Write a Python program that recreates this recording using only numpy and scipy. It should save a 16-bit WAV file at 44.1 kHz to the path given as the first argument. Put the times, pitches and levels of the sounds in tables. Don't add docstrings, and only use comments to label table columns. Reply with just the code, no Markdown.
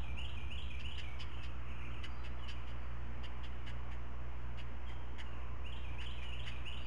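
import sys
import numpy as np
from scipy import signal
from scipy.fft import rfft, irfft, next_fast_len
from scipy.io import wavfile
from scipy.ndimage import uniform_filter1d, map_coordinates

SR = 44100
rng = np.random.default_rng(int(sys.argv[2]) if len(sys.argv) > 2 else 0)


def log_audio(samples):
    frames = np.atleast_2d(samples).T
    limited = np.clip(frames, -1, 1)
    pcm = np.round(limited * 32767).astype(np.int16)
    wavfile.write(sys.argv[1], SR, pcm)


N = 302526

# (time [s], nominal length [s], relative level [dB], gape [0 shut, 1 wide])
KEKS = [(0.795, 0.022, -56, .9), (0.976, 0.03, -51, 0.53), (1.19, 0.042, -54, 0.97),
        (1.428, 0.036, -57, 0.67), (2.033, .026, -51, 0.44), (2.238, 0.035, -58.5, 0.48),
        (2.479, 0.04, -52, .65), (2.671, .046, -64, .3), (3.233, .029, -56.5, 0.61),
        (3.432, .037, -59, 0.59), (3.663, .043, -57, .3), (3.909, 0.043, -62.5, 0),
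        (4.575, 0.041, -58.5, .4), (4.882, 0.054, -64, 0.05), (5.183, 0.034, -54, .2),
        (6.008, 0.042, -56, 0.22), (6.225, 0.031, -60, 0.03), (6.459, 0.04, -52, 0.22)]
# (frequency [Hz], width [Hz])
KEK_PEAKS = [(2020, 690), (2860, 544), (4620, 550), (6720, 400)]
# (gain shut [dB], gain wide [dB])
GAPE_DB = [(1.5, -9), (-2, 1.5), (-19.5, -7.5), (-19, -22.5)]
# (onset [s], length [s], start [Hz], middle [Hz], end [Hz], gain [dB])
MOTIF = [(.003, 0.056, 2208, 2833, 3010, 1.5), (0.083, 0.025, 3537, 3166, 2880, -0.5),
         (0.115, 0.029, 3000, 3640, 4120, -13), (0.203, 0.0266, 2810, 2493, 2400, -2.5),
         (0.235, 0.044, 2348, 2367, 2430, -6.5)]
# (time [s], motif spacing [s], relative level [dB])
PHRASES = [(-.174, .333, -49), (5.637, .3355, -50.5)]
# (time [s], length [s], start pitch [Hz], relative level [dB])
WHISTLES = [(1.384, 0.086, 2664, -59.5), (2.385, .032, 3430, -67.5), (2.418, 0.054, 3037, -57),
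            (2.553, 0.039, 2526, -62), (4.863, 0.05, 3290, -60.5), (5.242, 0.044, 2940, -62),
            (6.241, 0.063, 2997, -52)]
# (time [s], pitch [Hz], relative level [dB])
CHATTER = [(1.28, 2950, -60), (1.655, 2630, -58), (1.775, 2604, -57.5), (1.887, 2584, -60.5),
           (5.32, 2580, -63.5)]
# (time [s], pitch [Hz], relative level [dB])
THIN_CALLS = [(2.091, 4740, -73.5), (2.17, 4000, -78), (2.776, 4630, -83), (6.794, 4700, -74)]
# (delay [s], gain [dB])
TRUNK_ECHOES = [(.018, -12), (0.037, -13), (0.131, -15)]
# (frequency [Hz], time to fall 60 dB [s])
WOOD_DECAY = [(1000, 0.53), (3000, 1), (8000, 0.74)]
# (frequency [Hz], rms level [dB])
HUM = [(60, -46.5), (90, -70), (120, -56.5), (180, -70.5), (300, -71.5), (360, -81.5), (420, -73),
       (540, -78.5)]
# (time [s], pitch [Hz], rms level [dB])
ENGINE = [(0, 68.5, -51), (.9, 70.5, -51.5), (1.6, 68.7, -58), (2.1, 70.6, -53), (2.5, 70.6, -74.5),
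          (6.86, 70.3, -61)]
# (frequency [Hz], width [Hz], rms level [dB])
DRONES = [(91.9, 6.8, -62), (116.5, 9.5, -63), (230.8, 17, -67.5), (346.6, 9.7, -71.5)]
# (time [s], relative road level [dB], relative air level [dB])
FLOW = [(0.0, -62, -67), (0.76, -65, -66.5), (1.36, -64, -64), (3.55, -62, -63.5), (4.09, -61.5, -66),
        (4.77, -62.5, -65), (5.41, -60.5, -67), (6.25, -63, -64), (6.86, -62.5, -63.5)]
# (frequency [Hz], relative density [dB])
RUMBLE_SPECTRUM = [(12, -39), (20, 0), (30, -19), (43, -9.5), (77, -7), (134, -23.5), (168, -17),
                   (497, -34), (700, -27.5), (910, -55), (1540, -120)]
ROAD_SPECTRUM = [(300, -4), (550, -5.5), (800, -5), (1020, -1), (1350, -7.5), (1700, -13), (2500, -19.5),
                 (4000, -72)]
AIR_SPECTRUM = [(900, -0.5), (1600, 0.5), (2200, 1), (3000, -2), (3300, -12), (3700, -24), (4300, -34)]
HISS_SPECTRUM = [(2500, 8), (3800, 7.5), (5400, 7.5), (6800, 6.5), (7500, -1), (8300, -7), (9200, 1.5),
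                 (10700, -17), (11300, -96)]


def chicks(direct_db=1, branches_db=-3, wood_db=-13, shut_hz=172, open_hz=224, gape_lift=0.036):
    track = np.zeros(N)
    shut_db, open_db = np.transpose(GAPE_DB)
    for s, length, db, gape in KEKS:
        pulse_hz = shut_hz + gape * (open_hz - shut_hz)
        levels_db = db + shut_db + gape * (open_db - shut_db)
        call = kek(length, pulse_hz, levels_db, lift=gape_lift * (gape - .5))
        add(track, s, amp(direct_db) * call)
        add(track, s, amp(branches_db) * blur(call, spread_s=0.013))
        add(track, s, amp(wood_db) * scatter(call, build_s=0.0052))
    return track


def kek(length, pulse_hz, levels_db, lift, jitter=.09, shimmer_db=1.5, rasp=.11, edge_db=-6, spill_db=-8):
    t = np.arange(SR // 8) / SR
    timing, strength = rng.standard_normal((32, 2)).T
    times = np.cumsum(1 + jitter * timing) / pulse_hz
    onsets = ((times - times[0]) * SR).astype(int)
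    pulses = np.bincount(onsets, amp(shimmer_db * strength), len(t))[:len(t)]
    wakes = signal.fftconvolve(pulses, np.exp(-t / 0.0042))[:len(t)]
    splash = rasp * rng.standard_normal(len(t)) * wakes
    breath = np.interp(t / length, [0, .2, .75, 1, 1.25], [.55, 1, .8, .45, 0])
    source = (pulses + splash) * breath
    stretch = 1 + lift + .015 * rng.standard_normal()

    def band(hz, width, db):
        ring = resonate(source, hz, width)
        return amp(db) * ring / np.sqrt(np.sum(ring ** 2) / (length * SR))

    peaks = sum(band(hz * stretch, width, db) for (hz, width), db in zip(KEK_PEAKS, levels_db))
    spill = band(hz=3600, width=2100, db=np.mean(levels_db) + spill_db)
    edge = band(hz=9200, width=1300, db=levels_db[-1] + edge_db)
    return peaks + spill + edge


def songbird(direct_db=-1, wood_db=-1.5, repeats=4, lead_in_db=-2, last_sag_per_s=0.177):
    track = np.zeros(N)
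    for start, period, db in PHRASES:
        for k in range(repeats):
            s = start + k * period
            song = amp(db + lead_in_db * (k == 0)) * motif(last_sag_per_s * (k == repeats - 1))
            add(track, s, amp(direct_db) * song)
            add(track, s, amp(wood_db) * scatter(song, build_s=0.0054))
            for delay, echo_db in TRUNK_ECHOES:
                add(track, s + delay, amp(echo_db) * blur(song, spread_s=0.019))
    return track


def motif(sag_per_s, drift=0.0082, flutter_db=2):
    song = np.zeros(SR // 3)
    for s, length, start_hz, middle_hz, end_hz, db in MOTIF:
        level = arch(length, power=1.13)
        progress = np.linspace(0, 1, len(level))
        bend = np.polyval(np.polyfit([0, .5, 1], [start_hz, middle_hz, end_hz], 2), progress)
        pitch = bend * (1 - sag_per_s * s + drift * wobble(103, len(level)))
        level *= amp(db + flutter_db * wobble(107, len(level)))
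        add(song, s, level * tone(pitch))
    return song


def far_birds(direct_db=-1.5, wood_db=-2):
    notes = [(s, db, far_note(length, hz, waver_hz=37, fall=0.0634)) for s, length, hz, db in WHISTLES]
    notes += [(s, db, far_note(0.12, hz, waver_hz=214.5)) for s, hz, db in CHATTER]
    notes += [(s, db, far_note(0.1, hz, waver_hz=100)) for s, hz, db in THIN_CALLS]
    track = np.zeros(N)
    for s, db, note in notes:
        add(track, s, amp(db + direct_db) * note)
        add(track, s, amp(db + wood_db) * scatter(note, build_s=0.0021))
    return track


def far_note(length, hz, waver_hz, fall=0):
    level = arch(length, power=0.33)
    glide = hz * (1 - fall * np.linspace(0, 1, len(level)))
    return level * tone(glide + waver_hz * wobble(150, len(level)))


def blur(x, spread_s):
    t = np.arange(SR // 16) / SR
    paths = rng.standard_normal(len(t)) * np.exp(-t / spread_s)
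    return signal.fftconvolve(x, paths / np.linalg.norm(paths))


def scatter(x, build_s):
    hz, t, bands = signal.stft(rng.standard_normal(SR), SR, nperseg=256)
    shape = amp(-60 * t / along(WOOD_DECAY, hz)[:, None]) * (1 - np.exp(-t / build_s))
    tail = signal.istft(bands * shape, SR, nperseg=256)[1]
    return signal.fftconvolve(x, tail / np.linalg.norm(tail))


def recorder_images(song, spacing_hz=3910, first_db=-25, second_db=-35, mirror_db=-31, sizzle_db=-33):
    analytic = signal.hilbert(song)
    shift = np.exp(2j * np.pi * spacing_hz * np.arange(N) / SR)
    parallel = analytic * (amp(first_db) * shift + amp(second_db) * shift ** 2)
    mirrored = amp(mirror_db) * np.conj(analytic) * shift ** 2 * (1 + shift)
    sizzle = amp(sizzle_db) * np.abs(analytic) * noise_band(hz=7200, width=5000)
    return np.real(parallel + mirrored) + sizzle


def mains_hum(waver_db=.5, drift_rad=0.13):
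    t = np.arange(N) / SR
    hum = np.zeros(N)
    for hz, db in HUM:
        level = amp(db + waver_db * wobble(3.03))
        phase = 2 * np.pi * (hz * t + rng.random()) + drift_rad * wobble(1.1)
        hum += np.sqrt(2) * level * np.sin(phase)
    return hum


def far_machines():
    engine_hz, engine_db = curves(ENGINE)
    drones = sum(amp(db) * noise_band(hz, width) for hz, width, db in DRONES)
    return amp(engine_db) * tone(engine_hz) + drones


def traffic(level_db, rumble_db=-57, road_db=3.5):
    rumble = amp(rumble_db + 0.4 * wobble(2)) * rush(RUMBLE_SPECTRUM, patchy_db=1.2)
    return rumble + amp(level_db + road_db) * rush(ROAD_SPECTRUM, patchy_db=1.5)


def passing_car(nearest_s=1.88, pass_s=0.56, nearest_db=-63.5):
    distance = np.hypot(1, (np.arange(N) / SR - nearest_s) / pass_s)
    return amp(nearest_db) / distance * noise_band(hz=1280, width=280)


def pine_air(level_db, air_db=4, hiss_db=-78):
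    air = amp(level_db + air_db) * rush(AIR_SPECTRUM, patchy_db=1.2)
    return air + amp(hiss_db) * rush(HISS_SPECTRUM, patchy_db=.8)


def rush(spectrum, patchy_db):
    bands = signal.stft(rng.standard_normal(N), nperseg=1024)[2]
    patches = uniform_filter1d(rng.standard_normal(bands.shape), size=5, axis=0)
    patches = uniform_filter1d(patches, size=10, axis=1)
    noise = signal.istft(bands * amp(patchy_db * unit(patches)), nperseg=1024)[1][:N]
    return unit(filtered(noise, lambda hz: amp(along(spectrum, hz))))


def noise_band(hz, width):
    return unit(resonate(rng.standard_normal(N), hz, width))


def tone(pitch):
    return np.sqrt(2) * np.sin(2 * np.pi * np.cumsum(pitch) / SR)


def arch(length, power):
    return np.abs(np.sin(np.linspace(0, np.pi, int(length * SR)))) ** power


def wobble(rate, size=N):
    knots = rng.standard_normal(int(size * rate / SR) + 4)
    return map_coordinates(knots, [np.arange(size) * rate / SR])


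def resonate(x, hz, width):
    edges = np.clip([hz - width / 2, hz + width / 2], 10, SR / 2 - 10)
    return signal.sosfilt(signal.butter(2, edges, "bandpass", fs=SR, output="sos"), x)


def filtered(x, response):
    size = next_fast_len(len(x) + SR // 2)
    return irfft(rfft(x, size) * response(np.fft.rfftfreq(size, 1 / SR)), size)[:len(x)]


def along(points, hz):
    freqs, values = np.transpose(points)
    return np.interp(np.log(hz + 1), np.log(freqs + 1), values)


def curves(rows):
    s, *columns = np.transpose(rows)
    return [np.interp(np.arange(N) / SR, s, column) for column in columns]


def add(track, s, sound):
    start = round(s * SR)
    part = sound[max(-start, 0):max(len(track) - start, 0)]
    track[max(start, 0):][:len(part)] += part


def amp(db):
    return 10 ** (np.asarray(db) / 20)


def unit(x):
    return x / np.sqrt(np.mean(x ** 2) + 1e-20)


def scene():
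    road_db, air_db = curves(FLOW)
    song = songbird() + far_birds()
    birds = chicks() + song
    images = recorder_images(song)
    background = mains_hum() + far_machines() + traffic(road_db) + passing_car() + pine_air(air_db)
    return (birds + images + background)[None]


def record(dry):
    top_hz, offset = 11200, .0164
    return filtered(dry[0], lambda hz: hz < top_hz)[None] + offset


dry = scene()
out = record(dry)
log_audio(out)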